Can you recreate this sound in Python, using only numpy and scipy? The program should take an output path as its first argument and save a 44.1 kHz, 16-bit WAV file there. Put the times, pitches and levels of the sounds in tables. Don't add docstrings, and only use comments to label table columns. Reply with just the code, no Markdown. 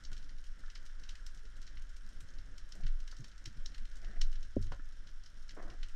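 import sys
import numpy as np
from scipy import signal
from scipy.fft import rfft, irfft, next_fast_len
from scipy.io import wavfile
from scipy.ndimage import uniform_filter1d

SR = 44100
rng = np.random.default_rng(int(sys.argv[2]) if len(sys.argv) > 2 else 0)


def log_audio(samples):
    frames = np.atleast_2d(samples).T
    limited = np.clip(frames, -1, 1)
    pcm = np.round(limited * 32767).astype(np.int16)
    wavfile.write(sys.argv[1], SR, pcm)


N = 262395
TIME = np.arange(N) / SR

# crest in seconds, sway in dB, rumble in dB, rocking in Hz.
SURGES = [(1.77, -42.5, -48, 17), (2.359, -33, -49.5, 17), (2.844, -22.5, -43, 19.3),
          (4.192, -20.5, -46, 17.2), (4.588, -27.5, -41, 18.5)]


def near_shrimp(rise_s=0.001):
    # time in seconds, level in dB, body and top bands in dB re level, optional own ring in Hz.
    snaps = [(0.039, -56.5, -12, -14), (0.052, -49.5, -13, -30, 4590), (0.118, -65.5, 3, -4),
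             (0.1315, -53, -5, -13), (0.1676, -61.5, 2, -10), (0.179, -57.5, -6, -15),
             (0.228, -62, -8, -17), (0.245, -65, -8, -10), (0.2943, -59.5, -2.5, -29),
             (0.385, -63, -6, -20), (0.442, -65, 0, -5), (0.468, -66, -8, -8), (0.593, -69, -3, -5),
             (0.6625, -68, -2, -20), (0.702, -57, -1, -14), (0.7546, -53, -4, -17, 5180),
             (0.7588, -54.5, 2, -25, 1450), (0.8557, -64, -8, -6), (0.864, -59, -4, -9),
             (0.9986, -63, -17, -11), (1.038, -56, -2.5, -16), (1.0936, -47.5, -4, -16.5, 3930),
             (1.109, -60, -2, -18), (1.1554, -57.5, 1, -12), (1.2664, -49.5, -9, -9, 5510),
             (1.348, -64.5, -8, -3), (1.3754, -62.5, -16, -12), (1.455, -63, -3, -19),
             (1.5682, -68, -1, -3), (1.6182, -61, -4, -6), (1.629, -59.5, -8, -17), (1.669, -58, -8, -18),
             (1.677, -55.5, -4, -23), (1.7729, -62.5, 7.5, -31), (1.822, -65.5, -1, -7),
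             (1.894, -66, -7, -5), (1.967, -60.5, -3.5, -6), (2.091, -64.5, -10, -4), (2.207, -65, 4, 4.5),
             (2.289, -63, -8, -23), (2.339, -67, -8, -12), (2.387, -58, -6, -30),
             (2.582, -53, -8, -12, 5440), (2.691, -69, -7, -1), (2.7233, -50, -9, -18, 5420),
             (2.754, -64.5, -5, 0), (2.81, -66, -11, -8), (2.8362, -65, 6, -19),
             (2.868, -54.5, 4.5, -18, 2760), (3.005, -60, -4, -13), (3.029, -72, -15, -23),
             (3.0784, -54.5, -2, -12), (3.1155, -51.5, -13, -15, 5370), (3.1683, -58, -14, -11),
             (3.187, -64.5, -10, -8), (3.209, -66, -10, -12), (3.2445, -53.5, -2.5, -14, 4540),
             (3.283, -62.5, -6, -8), (3.317, -64, -3, -18), (3.38, -60, -11, -12),
             (3.459, -44, -5, -14.5, 5450), (3.573, -66, -8, -12), (3.6614, -43, -14.5, -21.5, 3980),
             (3.7195, -66, -2, -22), (3.7471, -55, 1, -16), (3.7818, -60.5, 3, -7), (3.8547, -61.5, 0, -10),
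             (3.916, -66, -8, -12), (3.9574, -61.5, -9, -6), (3.969, -64, -3, -4), (4.018, -65, -8, -12),
             (4.048, -57.5, 0, -24), (4.1125, -68, 0, -16), (4.2163, -35.5, -7, -18.5, 5500),
             (4.3182, -63, -19, -10), (4.329, -60.5, 2.5, -10), (4.357, -58, -1, -30),
             (4.4297, -56, -4.5, -15), (4.617, -65, -6, 0), (4.627, -54, -10, -11), (4.6703, -69, 5.5, -26),
             (4.722, -56.5, 5, -13), (4.925, -66, -8, -12), (5.0736, -58.5, -3, -24), (5.091, -64, -5, -26),
             (5.237, -59.5, -19, -19), (5.2623, -55, -11, -21), (5.3756, -69, -13, -9),
             (5.4265, -66, -9, -10), (5.482, -66, -8, -10), (5.494, -51.5, -2.5, -22, 4370),
             (5.509, -57, -0.5, -19), (5.55, -72, -3, 1), (5.6277, -64, -6, -8), (5.702, -56.5, -2, -22),
             (5.8324, -51, 2.5, -17, 4290), (5.887, -66, 0, -3), (5.8956, -73, 7, -21)]
    # frequency in Hz, relative density in dB.
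    snap_colour = [(600, -22), (1100, -16), (1450, -3.5), (2000, -1.5), (2450, -7), (3050, 1), (3500, -5.5),
                   (4000, 2.5), (4800, 2.5), (5450, 6.5), (6000, 2), (9000, -16), (10500, -23.5),
                   (15000, -32)]
    paths = rms_one(coloured(clicks(per_s=4500, spread_db=-2.0, limit=8.1), snap_colour))
    clumps = rms_one(from_db(wander(0.002)))
    bands = [([600, 3300], [body_db for _, _, body_db, *_ in snaps]),
             ([3300, 7200], [-1.0] * len(snaps)),
             ([7800, 15500], [top_db for _, _, _, top_db, *_ in snaps])]
    out = 0
    for edges_hz, offsets_db in bands:
        band = signal.sosfilt(signal.butter(4, edges_hz, "band", fs=SR, output="sos"), paths)
        power = sum(from_db(offset_db) ** 2 * snap_power(start_s, db, rise_s, clumps)
                    for (start_s, db, *_), offset_db in zip(snaps, offsets_db))
        out = out + np.sqrt(power) * steadied(band, 0.0031)
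    return out + wall_rings(snaps, rise_s)


def snap_power(start_s, level_db, rise_s, clumps, hold_s=0.00048, fall_s=0.001, scatter_s=0.0102):
    power = np.zeros(N)
    span = slice(max(int((start_s - .01) * SR), 0), int((start_s + .2) * SR))
    age_s = TIME[span] - start_s
    late_s = np.maximum(age_s - hold_s, 0)
    onset = np.exp(np.minimum(age_s, 0) / rise_s)
    scatter_db = -10 - 0.2343 * (level_db + 45.5)
    scatter = (from_db(scatter_db) * clumps[span]) ** 2 * np.exp(-late_s / scatter_s)
    power[span] = from_db(level_db) ** 2 * onset * (np.exp(-late_s / fall_s) + scatter)
    return power


def wall_rings(snaps, rise_s, ring_s=0.0011, spread_db=3.0, detune=0.025, own_db=-5, own_s=0.0013):
    # frequency in Hz, level in dB re the snap, share of the snap's body dB that it follows.
    wall_modes = [(2990, -11.5, 0.4), (4210, -11.5, 1), (5446, -8, 0)]
    out = np.zeros(N)
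    draws = rng.uniform(-1, 1, (len(snaps), len(wall_modes), 2))
    for (start_s, db, body_db, _, *own_hz), chances in zip(snaps, draws):
        span = slice(int((start_s - .01) * SR), int((start_s + .05) * SR))
        age_s = TIME[span] - start_s
        modes = [(hz * (1 + detune * higher), mode_db + follows * body_db + spread_db * louder, ring_s)
                 for (hz, mode_db, follows), (louder, higher) in zip(wall_modes, chances)]
        for hz in own_hz:
            nearest = np.argmin([abs(mode[0] - hz) for mode in modes])
            modes[nearest] = (hz, own_db, own_s)
        for hz, mode_db, decay_s in modes:
            power = np.exp(np.minimum(age_s, 0) / rise_s - np.maximum(age_s, 0) / decay_s)
            out[span] += from_db(db + mode_db) * np.sqrt(2 * power) * np.sin(2 * np.pi * hz * age_s)
    return out


def surge(crest_s, rise_db_per_s=397, fall_db_per_s=82):
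    rise_db = np.clip(rise_db_per_s * (crest_s - TIME), -200, 200)
    fall_db = np.clip(fall_db_per_s * (TIME - crest_s), -200, 200)
    return 1 / (from_db(rise_db) + from_db(fall_db))


def rocking():
    return sum(np.sqrt(2) * from_db(db) * surge(crest_s) * np.cos(2 * np.pi * hz * (TIME - crest_s))
               for crest_s, db, _, hz in SURGES)


def water():
    # time in seconds, sway in dB, rumble between surges in dB.
    flow = [(0.1, -38.5, -54), (0.55, -40.5, -58), (1.15, -41, -55.5), (1.75, -43, -54.5), (2.6, -43, -55),
            (3.07, -45, -57), (3.35, -50, -55.5), (3.6, -37, -51.5), (4.3, -38, -50.5), (4.72, -41.5, -58),
            (5.1, -41.5, -59), (5.35, -43, -59), (5.9, -36.5, -53)]
    # frequency in Hz, relative density in dB.
    sway_colour = [(10, -3), (16, -1), (21, -5.5), (26, -17), (36, -24), (60, -74)]
    rumble_colour = [(26, -2.5), (34, 3.5), (45, 7.5), (58, -11.5), (85, -12.5), (130, -26.5), (200, -50.5)]
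    sway_db, drift_db = in_time(flow)
    surge_power = sum(2 * (from_db(db) * surge(crest_s)) ** 2 for crest_s, _, db, _ in SURGES)
    sway = from_db(sway_db) * steadied(noise(sway_colour), 0.19)
    rumble = np.sqrt(from_db(drift_db) ** 2 + surge_power) * steadied(noise(rumble_colour), 0.09)
    return sway + rumble


def knock():
    # time in seconds, impulse in dB, contact time in seconds.
    blows = [(4.566, 0.5, 0.00094)]
    # frequency in Hz, gain in dB, t60 in seconds, sign of the first swing.
    body_modes = [(21.7, -42, 0.7, 1), (91, -34, 0.5, -1), (216, -20, 0.026, 1), (267, -17, 0.029, -1),
                  (355, -26, 0.032, -1), (402, -34.5, 0.08, 1), (555, -21.5, 0.0275, 1),
                  (700, -28, 0.014, -1), (1010, -39, 0.05, -1)]
    force = 0
    for time_s, db, contact_s in blows:
        pulse = np.exp(-np.minimum((2 * (TIME - time_s) / contact_s) ** 2, 40))
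        area = contact_s * SR * np.sqrt(np.pi) / 2
        force = force + from_db(db) * pulse / area
    return sum(sign * from_db(db) * ring(force, hz, t60_s) for hz, db, t60_s, sign in body_modes)


def taps(chatter_db=-6, chatter_s=0.02, low_below_hz=1150):
    # start in seconds, level in dB, extra dB for the modes under low_below_hz.
    contacts = [(0.116, -65.5, -2), (0.127, -68, -2), (0.637, -62, -26), (0.681, -63, -28),
                (3.126, -59.5, -8), (4.72, -57.5, 12), (4.733, -59, -20), (4.796, -60.5, -18),
                (5.574, -65.5, 11)]
    # frequency in Hz, gain in dB, t60 in seconds.
    housing_modes = [(303, -2.5, 0.023), (440, 2, 0.017), (580, 2, 0.028), (731, -3.5, 0.06),
                     (1040, 7.5, 0.015), (1300, 1.5, 0.042), (1435, 9, 0.034), (1760, 0.5, 0.081),
                     (1620, 5, 0.02)]
    age_s, out = TIME[:SR // 10], 0
    chatter = from_db(chatter_db) * np.exp(-age_s / chatter_s) / np.sqrt(chatter_s * SR / 2)
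    for k, (hz, mode_db, t60_s) in enumerate(housing_modes):
        force = np.zeros(N)
        for start_s, db, low_db in contacts:
            contact = chatter * rng.standard_normal(len(age_s))
            contact[0] += 1
            first = int(start_s * SR)
            force[first:first + len(age_s)] += from_db(db + low_db * (hz < low_below_hz)) * contact
        out = out + (-1) ** k * from_db(mode_db) * ring(force, hz, t60_s)
    return out


def rubs(gain_db=0.5, stutter_db=1.5, attack_s=0.0022, release_s=0.013, ring_db=-15):
    # start and length in seconds, level in dB, easing in dB per second, hiss in dB re level.
    strokes = [(2.75, 0.075, -68, 16, -4), (4.023, 0.15, -65, -6, 0), (5.569, 0.18, -50.5, 58, -13)]
    # frequency in Hz, relative density in dB.
    scrape_colour = [(100, -9), (200, 11), (250, 0), (315, 11), (430, 3), (690, 5.5), (800, -2), (940, 1),
                     (1150, 2.5), (1650, -1.5), (2000, -7), (2500, -27), (5000, -32)]
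    hiss_colour = [(900, -9), (1300, -1), (1700, 1), (2000, -4), (2400, -17)]
    pressure = hiss_gain = 0
    for start_s, length_s, db, easing_db_per_s, hiss_db in strokes:
        age_s = TIME - start_s
        contact = np.exp(np.minimum(age_s, 0) / attack_s - np.maximum(age_s - length_s, 0) / release_s)
        stroke = contact * from_db(db - easing_db_per_s * np.clip(age_s, 0, length_s))
        pressure = pressure + stroke
        hiss_gain = hiss_gain + from_db(hiss_db) * stroke
    catching = from_db(gain_db + stutter_db * wander(0.016))
    slips = clicks(per_s=820, spread_db=2.0, limit=2.1)
    ringing = from_db(ring_db) * rms_one(ring(slips, hz=717, t60_s=0.04))
    scrape = rms_one(rms_one(coloured(slips, scrape_colour)) + ringing)
    hiss = rms_one(coloured(slips, hiss_colour))
    return catching * (pressure * scrape + hiss_gain * hiss)


def gurgles(stir_db=-10.5):
    # peak in seconds, level in dB, pitch in Hz, swell or fade in seconds, slide as share per s.
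    tones = [(0.123, -56, 127, .016, 0), (0.128, -70, 385, .017, 0), (0.259, -68, 280, .017, -4),
             (1.04, -69, 190, .02, 0), (1.45, -68.5, 430, .016, 1), (1.775, -65, 150, .02, 4),
             (2.055, -65, 211, .017, -5), (2.239, -57.5, 100, .017, 3), (2.79, -58, 188, .019, 5),
             (2.849, -49, 138, .017, -3), (3.2, -58.5, 280, .008, -6), (3.21, -45.5, 122, .013, -3),
             (3.224, -58, 200, .016, 3), (3.476, -60, 315, .012, -9), (3.478, -48.5, 112, .012, -6),
             (3.51, -64, 215, .022, 4), (3.573, -56, 115, .016, -3), (3.59, -66, 220, .02, -3),
             (3.616, -72, 550, .013, -8), (3.826, -64, 217, .017, 4), (4.103, -61, 205, .03, 0),
             (4.582, -44, 155, .011, -4), (4.6, -51, 210, .017, 3), (4.612, -50, 115, .016, -3),
             (4.665, -64, 320, .012, -5), (4.668, -62, 220, .016, 0), (4.685, -56, 112, .016, -3),
             (4.72, -52, 135, .014, 0), (4.799, -59, 290, .007, -4), (5.65, -56, 312, .015, -3),
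             (5.71, -60, 120, .025, 0)]
    # frequency in Hz, relative density in dB.
    stir_colour = [(80, -3), (140, 7), (300, -5.5), (380, -9), (500, -21)]
    stir = from_db(stir_db) * steadied(noise(stir_colour), 0.0246)
    out = np.zeros(N)
    for peak_s, db, hz, swell_s, slide_per_s in tones:
        age_s = TIME - peak_s
        phase = 2 * np.pi * hz * age_s * (1 + .5 * slide_per_s * age_s) + rng.uniform(0, 2 * np.pi)
        swell = np.exp(-np.minimum((age_s / swell_s) ** 2, 20))
        out += from_db(db) * swell * (np.sqrt(2) * np.sin(phase) + stir)
    return out


def far_shrimp(mean_db=-68, swing_share=0.99):
    # time in seconds, relative level in dB.
    activity = [(0.0, -68.5), (0.33, -70.5), (1.08, -67), (1.44, -69), (4.17, -68.5), (5.22, -71),
                (5.95, -67.5)]
    # frequency in Hz, relative density in dB.
    far_colour = [(350, -11), (800, -14.5), (1130, -9.5), (1380, 1), (1600, 2), (1900, -3.5), (2450, -12.5),
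                  (3050, -12), (3500, -16), (4800, -17.5), (5450, -13), (6100, -17), (7400, -18),
                  (9200, -31), (10800, -47), (12200, -42), (15000, -50)]
    activity_db, = in_time(activity)
    level_db = mean_db + swing_share * (activity_db - activity_db.mean())
    snaps = clicks(per_s=4000, spread_db=0.5, limit=3.9)
    return from_db(level_db) * rms_one(coloured(snaps, far_colour))


def eddies(patchy_db=3.3):
    # time in seconds, level in dB.
    shedding = [(0.1, -68.5), (0.5, -74.5), (1.25, -71.5), (1.9, -70.5), (2.5, -70.5), (2.8, -68.5),
                (3.1, -73.5), (3.7, -70.5), (4.3, -71.5), (5.1, -72), (5.9, -74)]
    # frequency in Hz, relative density in dB.
    eddy_colour = [(50, -5), (90, -4.5), (140, 3.5), (200, -0.5), (300, -3.5), (400, -13.5), (520, -8.5),
                   (750, -17.5)]
    level_db, = in_time(shedding)
    return from_db(level_db + patchy_db * wander(0.06)) * noise(eddy_colour)


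def reef_shrimp(level_db=-74.3, rise_s=0.001, fall_s=0.00079, scatter_db=-23, scatter_s=0.034):
    # frequency in Hz, relative density in dB.
    reef_colour = [(500, -22), (1100, -3), (1500, -9), (2450, -8), (3050, 6), (3450, 5), (3950, 2.5),
                   (4700, -1), (5450, 7), (7400, -14), (9200, -6.5), (10800, -20), (12200, -19),
                   (15500, -45.5)]
    age_s, out = TIME[:SR // 8], 0
    onset = 1 - np.exp(-(age_s / rise_s) ** 2)
    decay = np.exp(-age_s / fall_s) + from_db(scatter_db) * np.exp(-age_s / scatter_s)
    for tilt_db_per_octave in np.linspace(-5, 5, 8):
        paths = rng.standard_normal(len(age_s)) * onset * decay
        snaps = signal.fftconvolve(clicks(per_s=50, spread_db=2.0, limit=2.74), paths)[:N]
        tilted = [(hz, db + tilt_db_per_octave * np.log2(hz / SR)) for hz, db in reef_colour]
        out = out + coloured(snaps, tilted)
    return from_db(level_db) * rms_one(out)


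def tiny_shrimp(level_db=-79.5, t60_s=0.0056, highpass_hz=2500):
    # frequency in Hz, relative level in dB.
    tick_modes = [(3100, -5), (4000, 1), (4900, 0.5), (5500, 1), (6400, 4.5), (7400, -7), (8900, -4.5),
                  (10300, -13), (12200, -15)]
    ticks = clicks(per_s=110, spread_db=5.0, limit=2.66)
    hits, out = np.flatnonzero(ticks), 0
    for (hz, db), shares in zip(tick_modes, rng.standard_normal((len(hits), len(tick_modes))).T):
        force = np.zeros(N)
        force[hits] = ticks[hits] * shares
        out = out + from_db(db) * ring(force, hz, t60_s)
    highpass = signal.butter(2, highpass_hz, "high", fs=SR, output="sos")
    return from_db(level_db) * rms_one(signal.sosfilt(highpass, out))


def from_db(db):
    return 10 ** (np.asarray(db) / 20)


def rms_one(x):
    return x / np.sqrt(np.mean(x ** 2) + 1e-20)


def in_time(rows):
    times_s, *columns = np.transpose(rows)
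    return [np.interp(TIME, times_s, column) for column in columns]


def coloured(x, points):
    size = next_fast_len(N + SR // 2)
    size += size % 2
    octave = np.log2(np.maximum(np.arange(size // 2 + 1), 1) * SR / size)
    points_hz, points_db = np.transpose(points)
    knots = np.log2(points_hz)
    outside = np.abs(octave - np.clip(octave, knots[0], knots[-1]))
    gain_db = np.interp(octave, knots, points_db) - 24 * np.minimum(outside, 2)
    cepstrum = irfft(np.log(from_db(gain_db)))
    cepstrum[1:size // 2] *= 2
    cepstrum[size // 2 + 1:] = 0
    response = np.exp(rfft(cepstrum))
    return irfft(rfft(x, size) * response / np.sqrt(np.mean(np.abs(response) ** 2)))[:N]


def noise(points):
    return rms_one(coloured(rng.standard_normal(N), points))


def wander(window_s):
    return rms_one(uniform_filter1d(rng.standard_normal(N), int(window_s * SR)))


def steadied(x, window_s):
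    return x / np.sqrt(np.abs(uniform_filter1d(x ** 2, int(window_s * SR))) + 1e-6)


def clicks(per_s, spread_db, limit):
    sizes = from_db(spread_db * np.minimum(rng.exponential(1, N), limit)) * rng.choice([-1, 1], N)
    return sizes * (rng.random(N) < per_s / SR)


def ring(force, hz, t60_s):
    radius, angle = from_db(-60 / (t60_s * SR)), 2 * np.pi * hz / SR
    return signal.lfilter([0, np.sin(angle)], [1, -2 * radius * np.cos(angle), radius ** 2], force + 1e-18)


def scene():
    shrimp = near_shrimp() + tiny_shrimp() + reef_shrimp() + far_shrimp()
    sea = water() + eddies() + rocking() + gurgles()
    return (shrimp + sea + knock() + taps() + rubs())[None, :]


def record(dry):
    cutoff_hz = 15750
    return signal.sosfilt(signal.ellip(10, .1, 80, cutoff_hz, fs=SR, output="sos"), dry)


dry = scene()
out = record(dry)
log_audio(out)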